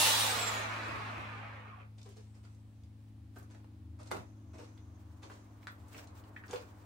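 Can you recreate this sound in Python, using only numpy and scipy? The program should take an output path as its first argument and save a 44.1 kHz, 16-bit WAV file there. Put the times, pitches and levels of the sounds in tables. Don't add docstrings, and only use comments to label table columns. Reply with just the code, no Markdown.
import sys
import numpy as np
from scipy import signal
from scipy.fft import rfft, irfft, next_fast_len
from scipy.io import wavfile

SR = 44100
rng = np.random.default_rng(int(sys.argv[2]) if len(sys.argv) > 2 else 0)


def transcribe(u):
    v = np.clip(np.atleast_2d(u).T, -1, 1)
    q = np.round(v * 32767).astype(np.int16)
    wavfile.write(sys.argv[1], SR, q)


N = 302084
T = np.arange(N) / SR


def from_db(db):
    return 10 ** (np.asarray(db) / 20)


def rms_one(x):
    return x / np.sqrt(np.mean(x ** 2) + 1e-20)


def in_time(rows):
    s, *columns = np.transpose(rows)
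    return [np.interp(T, s, column) for column in columns]


def at_hz(points, hz):
    f, value = np.transpose(points)
    return np.interp(np.log(hz + 1), np.log(f), value)


def drift(rate):
    knots = np.clip(rng.standard_normal(4000), -1.6, 1.6)
    return np.interp(T * rate, np.arange(len(knots)), knots)


def swell(s, half_length):
    return np.exp(-((T - s) / half_length) ** 2)


def bursts(times, levels_db, fades, rise):
    power = np.zeros(N)
    for s, level_db, fade in zip(times, levels_db, np.broadcast_to(fades, len(times))):
        start = int(s * SR)
        age = T[:min(N - start, SR // 2)]
        shape = (1 - np.exp(-age / rise)) * np.exp(-age / fade)
        power[start:start + len(age)] += (from_db(level_db) * shape) ** 2
    return np.sqrt(power)


def clicks(times, levels_db):
    out = np.zeros(N)
    out[(np.asarray(times) * SR).astype(int)] = from_db(levels_db)
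    return out


def grains(per_s, spread_db):
    sizes = from_db(spread_db * np.minimum(rng.exponential(1, N), 4)) * rng.choice([-1, 1], N)
    return rms_one(sizes * (rng.random(N) < per_s / SR))


def colour(x, spectrum):
    size = 4096
    hz = np.fft.rfftfreq(size, 1 / SR) + 1
    octaves_below = np.maximum(np.log2(spectrum[0][0] / hz), 0)
    cepstrum = irfft(np.log(from_db(at_hz(spectrum, hz) - 10 * octaves_below)))
    cepstrum[1:size // 2] *= 2
    cepstrum[size // 2 + 1:] = 0
    kernel = irfft(np.exp(rfft(cepstrum)))
    return signal.oaconvolve(x, kernel / np.linalg.norm(kernel))[:N]


def resonate(x, hz, width_hz):
    r = np.exp(-np.pi * width_hz / SR)
    top = np.array([1, 0, -1]) * (1 - r * r) / 2
    bottom = [1, -2 * r * np.cos(2 * np.pi * hz / SR), r * r]
    return signal.lfilter(top, bottom, x + 1e-18)


def ping(x, hz, width_hz):
    return resonate(x, hz, width_hz) / (1 - np.exp(-2 * np.pi * width_hz / SR))


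# [f/Hz, likeness 0-1]
EAR_LIKENESS = [(60, 0.91), (130, 0.54), (290, 0.83), (640, 0.19), (1400, .05), (3000, .18), (15000, .03)]


def two_ears(a, b):
    size = next_fast_len(len(a))
    alike = np.clip(at_hz(EAR_LIKENESS, np.fft.rfftfreq(size, 1 / SR)), 0, 1)
    mid = irfft(rfft(a, size), size)
    side = irfft(rfft(b, size) * np.sqrt((1 - alike) / (1 + alike)), size)
    return np.array([mid + side, mid - side])[:, :len(a)]


def diffuse(spectrum):
    return two_ears(*[colour(rng.standard_normal(N), spectrum) for _ in range(2)])


YARD_T60_S, YARD_TREBLE_T60_S = 0.24, 0.15
YARD_TREBLE_HZ = 2966
YARD_DB = 5


def yard(x, near_db, count, width_db=4.5):
    hop = SR // count
    fade = from_db(-60 * T[:SR // 4] / YARD_T60_S)
    treble_fade = from_db(-60 * T[:SR // 4] / YARD_TREBLE_T60_S)
    dull = signal.butter(1, YARD_TREBLE_HZ, fs=SR)
    padded = np.pad(x, (hop, 2 * hop), "reflect")
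    scatter = np.zeros((2, N + SR))
    for start in range(0, N + hop, hop):
        piece = padded[start:start + 2 * hop] * np.sqrt(np.hanning(2 * hop))
        noise = rng.standard_normal((2, len(fade))) * from_db([[0], [width_db]])
        paths = two_ears(*noise) / np.linalg.norm(fade) / np.sqrt(2)
        paths = paths * treble_fade + signal.lfilter(*dull, paths) * (fade - treble_fade)
        heard = signal.fftconvolve(piece[None], paths, axes=1)
        scatter[:, start:start + heard.shape[1]] += heard
    wet = from_db(YARD_DB - near_db)
    return (x + wet * scatter[:, hop:hop + N]) / np.sqrt(1 + wet ** 2 / 2)


WHIP_SPEED = 0.63


def whipping(speed):
    return np.sqrt(np.maximum(speed - WHIP_SPEED, 0) / (1 - WHIP_SPEED))


STOP_S, STOP_FADE_S = 1.815, 0.04
CATCH_DB, CATCH_LENGTH_S = 7.5, 0.039


def chain_level(speed, law):
    full_db, slowing_db, whip_db = law
    catch_db = CATCH_DB * swell(STOP_S, CATCH_LENGTH_S)
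    return full_db + slowing_db * np.log10(speed) + whip_db * whipping(speed) + catch_db


# [t/s, rate at which gear teeth meet, f/Hz]
GEAR_TOOTH_RATE = [(0, 10170), (.45, 7490), (.9, 5090), (1.5, 2280), (1.69, 1430), (1.77, 800), (1.9, 220)]
# [base level/dB, level lost per tenfold slowing/dB, level added by whipping/dB]
RING_LAW = (-36, 24.3, 0.48)
CLATTER_LAW = (-43, 45.6, 14.7)
SIZZLE_LAW = (-57, 48, 25.8)
RASP_LAW = (-52, 46, 13.5)
# [f/Hz, width f/Hz, relative level/dB, level added by whipping/dB]
BAR_MODES = [(480, 200, -4, 1), (860, 110, 1, 4), (1190, 160, 6, -4.5), (1830, 350, -2, 4),
             (2350, 350, -2, -1)]
# [f/Hz, relative level/dB per Hz]
BAR_BODY = [(130, -12.5), (220, -3), (330, -8), (520, -1.5), (900, 3.5), (1500, 1), (2000, -1), (2500, 0.5),
            (3100, -8.5), (4500, -22), (12000, -47.5)]
LINK_SPECTRUM = [(2000, -18), (2700, -3), (3400, 0), (4000, -1), (4900, -5.5), (6300, -8), (8000, -13),
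                 (10000, -19), (14000, -35)]
TEETH_SPECTRUM = [(3800, -12), (5500, 2), (7500, 2.5), (9500, 2.5), (11000, 0), (12500, -2), (15700, -1.5)]
# [f/Hz, width f/Hz, relative level/dB]
COVER_MODES = [(3430, 380, 0), (3970, 300, 0)]


def chain(links_per_mesh=.091, beat=0.28, lope=0.069, bar_db=-4.0, body_db=-2.0, links_db=-1.5,
          teeth_db=0.5, bar_top_hz=3800, comb_db=-14):
    mesh_hz, = in_time(GEAR_TOOTH_RATE)
    speed = mesh_hz / mesh_hz[0]
    link_hz = mesh_hz * links_per_mesh
    link = 2 * np.pi * np.cumsum(link_hz * (1 + 0.0027 * drift(60.1))) / SR
    cutters = np.cos(link / 6) + .7 * np.cos(link / 12)
    surge = rms_one(np.exp(beat * np.cos(link) + lope * cutters) * from_db(0.51 * drift(42)))
    contacts_per_s = 14 * link_hz
    thinning = np.sqrt(contacts_per_s.mean() / contacts_per_s)

    def slaps():
        contacts = grains(contacts_per_s, spread_db=1.0) * thinning * surge
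        comb = sum(np.cos(k * link / 3 + rng.uniform(0, 2 * np.pi)) for k in range(1, 33))
        return .9 * contacts + from_db(comb_db) * comb * np.sqrt(2 * link_hz / SR)

    on_bar = signal.sosfilt(signal.butter(2, bar_top_hz, fs=SR, output="sos"), slaps())
    bar = np.zeros(N)
    for k, (hz, width, db, whip_db) in enumerate(BAR_MODES):
        bar += (-1) ** k * from_db(db + whip_db * whipping(speed)) * resonate(on_bar, hz, width)
    ring = from_db(bar_db) * rms_one(bar) + from_db(body_db) * colour(slaps(), BAR_BODY)
    ring = from_db(chain_level(speed, RING_LAW)) * ring
    clatter = from_db(chain_level(speed, CLATTER_LAW) + links_db) * colour(slaps(), LINK_SPECTRUM)
    tooth_hits = grains(12000, spread_db=-0.5) * surge
    sizzle = from_db(chain_level(speed, SIZZLE_LAW) + teeth_db) * colour(tooth_hits, TEETH_SPECTRUM)
    on_cover = slaps()
    cover = sum(from_db(db) * resonate(resonate(on_cover, hz, width), hz, width)
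                for hz, width, db in COVER_MODES)
    rasp = from_db(chain_level(speed, RASP_LAW)) * rms_one(cover)
    return ring + clatter + sizzle + rasp


# [multiple of the tooth rate, relative level/dB, f/Hz above which it is muffled]
GEAR_NOTES = [(.5, -12.5, 1600), (1, 5.5, 26000), (1.5, -14, 4000)]
# [f/Hz, width f/Hz, level/dB before the notes']
GEAR_CASE = [(9900, 900, -44.5), (9000, 500, -49), (8350, 400, -52), (7600, 700, -46), (5000, 2500, -74),
             (1090, 1300, -67)]


def gears(flutter_db=5.0, wobble_hz=90):
    mesh_hz, = in_time(GEAR_TOOTH_RATE)
    power = sum(from_db(db) ** 2 / (1 + (2 * (mesh_hz - hz) / width) ** 2) ** 2
                for hz, width, db in GEAR_CASE)
    phase = 2 * np.pi * np.cumsum(mesh_hz + wobble_hz * drift(200)) / SR
    tone = np.zeros(N)
    for k, db, top_hz in GEAR_NOTES:
        muffling = 1 + (k * mesh_hz / top_hz) ** 6
        tone += from_db(db + flutter_db * drift(50)) * np.sin(k * phase) / muffling
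    return np.sqrt(power) * tone


PINION_TEETH = 11
# [multiple of the rotor's turning rate, rms level at full speed before flutter/dB,
# level lost per tenfold slowing/dB]
MOTOR_NOTES = [(.64, -57, 18), (1, -44.5, 75), (1.08, -50, 70), (2, -48.5, 55), (3, -51, 24),
               (4.43, -51, 70)]


def motor(flutter_db=2.0):
    mesh_hz, = in_time(GEAR_TOOTH_RATE)
    turn = 2 * np.pi * np.cumsum(mesh_hz / PINION_TEETH) / SR
    slowing = np.log10(mesh_hz / mesh_hz[0])
    notes = sum(from_db(db + lost_db * slowing + flutter_db * drift(14)) * np.sin(k * turn)
                for k, db, lost_db in MOTOR_NOTES)
    return np.sqrt(2) * notes


# [t/s, firing rate before wavering f/Hz, base level/dB, highest f/Hz that carries]
ENGINE = [(0, 53.8, -46.5, 315), (1.4, 53.55, -47, 277), (1.8, 53.37, -52, 255), (3.1, 53.15, -52.5, 297.3),
          (4.3, 53.05, -52.5, 406), (5.4, 51.9, -55, 390), (6.85, 51.62, -55.5, 407.5)]
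# [multiple of the firing rate, relative level/dB]
ENGINE_NOTES = [(1.149, -23.5), (2, -1.5), (3, -28.5), (4, -13), (4.649, -28.5), (5, -12), (5.7, -14),
                (5.999, -13.5), (6.65, -20.5)]
# [t/s, pitch before wavering f/Hz, level before wavering/dB]
HUM = [(0, 74, -62), (2.2, 80.1, -66.5), (4.2, 81.6, -58), (6.85, 85.55, -69.5)]


def drone(waver_db=1.0, hum_waver_db=-7.0):
    firing_hz, level_db, reach_hz = in_time(ENGINE)
    phase = 2 * np.pi * np.cumsum(firing_hz * (1 + 0.0022 * drift(6))) / SR
    engine = np.zeros(N)
    for k, db in ENGINE_NOTES:
        note = np.sin(k * phase + rng.uniform(0, 2 * np.pi)) / (1 + (k * firing_hz / reach_hz) ** 10)
        engine += from_db(level_db + db + waver_db * drift(8.8)) * note
    hum_hz, hum_db = in_time(HUM)
    hum_phase = 2 * np.pi * np.cumsum(hum_hz * (1 + 0.018 * drift(26))) / SR
    hum = from_db(hum_db + hum_waver_db * drift(8.4)) * np.sin(hum_phase)
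    return np.sqrt(2) * (engine + hum) * from_db([[.9], [-.9]])


# [f/Hz, relative level/dB per Hz]
AIR_SPECTRUM = [(25, -3.5), (45, -7.5), (70, 11), (130, 1), (280, -6.5), (420, -11), (800, -16.5),
                (1500, -27), (4000, -31.5), (9000, -47.5), (11000, -48.5), (15500, -70)]
HISS_SPECTRUM = [(1000, 3), (3000, 0), (7500, -6.5), (9200, -5), (12000, -11), (15500, -8.5)]
RUMBLE_SPECTRUM = [(200, 5.5), (400, 2.5), (700, 2.5), (1060, 3), (1400, -4), (2500, -16), (5000, -53.5)]
# [t/s, level/dB]
RUMBLE_SWELL = [(0, -69), (3, -88.5), (4.5, -73), (5.6, -67.5), (6.15, -63), (6.85, -64.5)]


def background(air_db=-64.5, hiss_db=-80.0):
    rumble_db, = in_time(RUMBLE_SWELL)
    air = from_db(air_db) * diffuse(AIR_SPECTRUM)
    hiss = from_db(hiss_db) * diffuse(HISS_SPECTRUM)
    return air + hiss + from_db(rumble_db) * diffuse(RUMBLE_SPECTRUM)


# [f/Hz, relative level/dB per Hz]
THUD_SPECTRUM = [(70, 16.5), (150, 1), (330, 8), (450, 3), (700, 7), (1400, -27), (3000, -34)]


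def thuds(s, level_db, low_hz=80):
    blow = bursts(s, level_db, 0.011, rise=0.00016) * rng.standard_normal(N)
    high_pass = signal.butter(2, low_hz, "high", fs=SR, output="sos")
    return signal.sosfilt(high_pass, colour(blow, THUD_SPECTRUM))


# [f/Hz, relative level/dB per Hz]
GRIT_SPECTRUM = [(900, -12), (2000, -1), (3800, 0), (6300, 0), (8500, -3), (11000, -10), (15500, -15)]
EARTH_SPECTRUM = [(120, -10.5), (300, 7), (450, 5.5), (900, 2.5), (1600, -5.5), (2600, -8), (4500, -85)]


def scuffs(s, top_db, low_db, fade, rise, grit_db=-10.0, earth_db=-4.0, clump_db=1.5, lead=0.0072):
    clumps = from_db(clump_db * drift(130))
    grit = bursts(s - lead, top_db + grit_db, fade, rise) * grains(2600, spread_db=4.0) * clumps
    earth = bursts(s - lead, low_db + earth_db, fade, rise) * grains(2500, spread_db=1.0) * clumps
    return colour(grit, GRIT_SPECTRUM) + colour(earth, EARTH_SPECTRUM)


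BOUNCE_S, BOUNCE_THUD_DB, BOUNCE_DB = 0.053, -14.5, -14
KNOCK_EARTH_DB, KNOCK_FADE_S = 2, 0.044
SETTLE_S, SETTLE_DB, SETTLE_HZ = 0.044, -8, 113
# [t/s, thud level/dB, wood ring level/dB, crushed grass level/dB]
KNOCKS = [(.883, -34.5, -61, -64), (.957, -38, -62, -72), (1.18, -39, -62.5, -61), (3.364, -46, -60.5, -57),
          (3.548, -71, -64, -62.5), (3.643, -62, -66.5, -82), (4.114, -37.5, -36, -43),
          (4.146, -31.5, -55, -63)]
# [f/Hz, width f/Hz, relative level/dB]
LOG_MODES = [(409, 55, 20), (500, 70, 15), (690, 120, 8), (860, 120, 13), (1270, 60, 5), (1420, 50, 6)]


def knocks(modes_db=11.5, thud_db=-4.5, settle_width_hz=35):
    rebounds = np.add(KNOCKS, [BOUNCE_S, BOUNCE_THUD_DB, BOUNCE_DB, BOUNCE_DB])
    s, soil_db, wood_db, grass_db = np.vstack([KNOCKS, rebounds]).T
    contact = bursts(s, wood_db, 0.0031, rise=0.0002) * rng.standard_normal(N)
    ring = sum(from_db(db) * resonate(contact, hz, width) for hz, width, db in LOG_MODES)
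    crunch = scuffs(s, grass_db, grass_db + KNOCK_EARTH_DB, KNOCK_FADE_S, rise=0.0012)
    first = slice(len(KNOCKS))
    bumps = clicks(s[first] + SETTLE_S, soil_db[first] + SETTLE_DB)
    settle = ping(bumps, SETTLE_HZ, settle_width_hz)
    return from_db(modes_db) * ring + thuds(s, soil_db + thud_db) + crunch + settle


HEEL_RISE_S, HEEL_FADE_S = 0.0092, 0.03
SOLE_RISE_S, SOLE_FADE_S = 0.0023, 0.07
# [heel (or first touch) t/s, roll to the sole t/s, heel level/dB, sole level/dB,
# soil relative level/dB, thud level/dB, hollow pitch f/Hz]
STEPS = [(1.979, 0.076, -57, -58, -5.5, -51.5, 393), (2.091, 0.074, -50, -56.5, -17, -54, 415),
         (2.344, 0.093, -56.5, -61.5, -6.5, -64, 440), (3.5, 0.025, -51.5, -83, -6, -66, 480),
         (3.993, 0.071, -47.5, -53.5, -3, -70, 500), (4.538, 0.05, -50.5, -52, 0, -47.5, 500),
         (5.226, 0.077, -46, -53, -2.5, -61.5, 477), (5.941, 0.029, -52, -55.5, 2.5, -62, 500),
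         (6.493, 0.036, -45, -47.5, 1.5, -40, 483)]
# [multiple of the row's hollow pitch, width f/Hz, relative level/dB]
HOLLOW_MODES = [(1, 45.3, 7), (2.1, 120, -9.5)]


def footsteps(heel_soil_db=3.5, thud_db=-5.0, hollow_db=21.5, hollow_fade_s=0.016, dull_hz=9500):
    s, roll, heel_db, sole_db, soil_db, weight_db, hollow_hz = np.transpose(STEPS)
    heel = scuffs(s, heel_db, heel_db + soil_db + heel_soil_db, HEEL_FADE_S, HEEL_RISE_S)
    sole = scuffs(s + roll, sole_db, sole_db + soil_db, SOLE_FADE_S, SOLE_RISE_S)
    low_pass = signal.butter(2, dull_hz, fs=SR, output="sos")
    crunch = signal.sosfilt(low_pass, heel + sole)
    rub = rng.standard_normal(N)
    hollow = np.zeros(N)
    for at, level_db, hz in zip(s + roll, weight_db, hollow_hz):
        scuff = bursts([at], [level_db + hollow_db], hollow_fade_s, rise=0.0056) * rub
        hollow += sum(from_db(db) * resonate(scuff, k * hz, width) for k, width, db in HOLLOW_MODES)
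    return crunch + thuds(s + roll, weight_db + thud_db) + hollow


# [t/s, level before gain and filter/dB, centre f/Hz]
TICKS = [(1.983, -49, 4000), (2.015, -47, 4170), (2.03, -49, 5000), (2.09, -54, 7660), (2.17, -50, 4770),
         (2.345, -59, 4000), (2.45, -57, 4400), (2.547, -59.5, 5850), (2.835, -57, 4400),
         (3.385, -53, 11900), (3.428, -56, 7700), (3.995, -62, 2800), (4.031, -50.5, 5960),
         (4.073, -48, 4930), (4.546, -71, 5800), (4.64, -55, 3480), (4.776, -48, 3000), (5.231, -42, 3600),
         (5.239, -46, 3800), (5.337, -54, 5370), (5.444, -62, 6000), (5.629, -47, 2500), (5.72, -56, 13500),
         (5.883, -54, 7460), (5.98, -42, 4570), (6.072, -49, 4840), (6.238, -49, 3000), (6.481, -48, 4100),
         (6.51, -36.5, 4870), (6.559, -35, 3420), (6.602, -48, 4170)]


def ticks(gain_db=1.0, fade_s=0.0026):
    out = np.zeros(N)
    for s, db, hz in TICKS:
        band = signal.butter(2, [hz / 1.5, min(hz * 1.5, .45 * SR)], "band", fs=SR, output="sos")
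        crackle = bursts([s], [db + gain_db], fade_s, rise=.0001) * rng.choice([-1, 1], N)
        out += signal.sosfilt(band, crackle + 1e-18)
    return out


TWITTER_S = 0.068
# [t/s, level before flutter/dB, pitch f/Hz]
TWITTERS = [(2.3, -85, 8000), (2.41, -85, 8100), (2.54, -85, 8000), (2.55, -86, 6000), (2.67, -86, 7950),
            (2.8, -86, 6100), (4.27, -82, 6300), (4.39, -82.5, 6200), (4.54, -81, 6200), (4.68, -77, 6150),
            (4.81, -79.5, 6200), (4.95, -79.5, 6200), (5.13, -85, 6200), (5.27, -81, 6200),
            (5.41, -81, 6200), (5.54, -85, 6100)]


def twitter(width_hz=1300, flutter_db=2.5):
    air = rng.standard_normal((2, N))
    calls = np.zeros((2, N))
    for s, db, hz in TWITTERS:
        narrow = resonate(resonate(air, hz, width_hz), hz, width_hz)
        calls += from_db(db) * swell(s, TWITTER_S) * rms_one(narrow)
    return calls * from_db(flutter_db * drift(48))


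# [t/s, ring level/dB, pitch f/Hz, width f/Hz, crack level/dB]
CRACKS = [(2.451, -61, 1160, 750, -56), (3.361, -49, 1300, 450, -52), (3.421, -56, 1250, 250, -66),
          (4.11, -56, 1100, 900, -46), (4.115, -49, 850, 800, -41), (4.124, -44, 460, 350, -44),
          (4.161, -52, 750, 900, -49), (5.299, -50, 1120, 700, -50), (5.314, -52, 1100, 600, -54),
          (5.945, -51, 1800, 1300, -54), (5.984, -53, 1700, 1800, -52), (6.363, -45, 1850, 750, -62),
          (6.437, -50, 1700, 700, -63), (6.532, -36, 560, 600, -37)]


def short_cracks(ring_db=15.5, ring_s=0.0062, crack_db=5.5, crack_hz=1700, crack_width_hz=2200,
                 second_s=0.0051, second_db=-1.0):
    out = np.zeros(N)
    for s, level_db, hz, width_hz, first_db in CRACKS:
        rattle = bursts([s], [level_db + ring_db], ring_s, rise=.0001) * rng.choice([-1, 1], N)
        edges = [max(hz - width_hz / 2, 100), hz + width_hz / 2]
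        hollow = signal.butter(2, edges, "band", fs=SR, output="sos")
        loud_db = first_db + crack_db
        cracks = clicks([s, s + second_s], [loud_db, loud_db + second_db])
        out += signal.sosfilt(hollow, rattle + 1e-18) + ping(cracks, crack_hz, crack_width_hz)
    return out


RUSTLE_S = 0.067
NEAR_S, CLOTH_DB, APPROACH_DB_PER_S = 5.66, -78, 9
# [t/s, level before flutter/dB]
RUSTLES = [(3.04, -86), (3.39, -76), (5.85, -74.5), (5.98, -67), (6.22, -71.5), (6.55, -65), (6.77, -76)]
# [f/Hz, relative level/dB per Hz]
RUSTLE_SPECTRUM = [(1500, 8), (3500, 2), (6200, 0), (8000, 1.5), (11000, -8), (15500, 0.5)]


def rustles(flutter_db=5.5):
    cloth = from_db(CLOTH_DB - APPROACH_DB_PER_S * np.maximum(NEAR_S - T, 0))
    single = sum(from_db(db) * swell(s, RUSTLE_S) for s, db in RUSTLES)
    return (cloth + single) * from_db(flutter_db * drift(45)) * diffuse(RUSTLE_SPECTRUM)


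# [t/s, impulse level/dB]
CLACK_AND_ECHOES = [(5.671, -32), (5.6762, -39), (5.683, -39)]
# [f/Hz, width f/Hz, relative level/dB]
STICK_MODES = [(1440, 360, 3), (1710, 280, -11), (3340, 240, -12), (3920, 350, -26), (6670, 2000, -20)]


def clack(contact_hz=5500):
    soften = signal.butter(1, contact_hz, fs=SR)
    contact = signal.lfilter(*soften, clicks(*np.transpose(CLACK_AND_ECHOES)))
    return sum(from_db(db) * ping(contact, hz, width) for hz, width, db in STICK_MODES)


def scene():
    running = np.exp(-np.maximum(T - STOP_S, 0) / STOP_FADE_S)
    saw = (chain() + gears() + motor()) * running
    saw = yard(saw, near_db=4.0, count=28) * from_db([[-.6], [.6]])
    ground = knocks() + footsteps() + ticks() + short_cracks()
    ground = yard(ground, near_db=2.0, count=12) * from_db([[-.2], [.2]])
    stick = yard(clack(), near_db=4.0, count=8)
    return saw + drone() + background() + ground + twitter() + rustles() + stick


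def record(dry):
    return signal.sosfilt(signal.ellip(12, .1, 80, 15750, fs=SR, output="sos"), dry)


dry = scene()
out = record(dry)
transcribe(out)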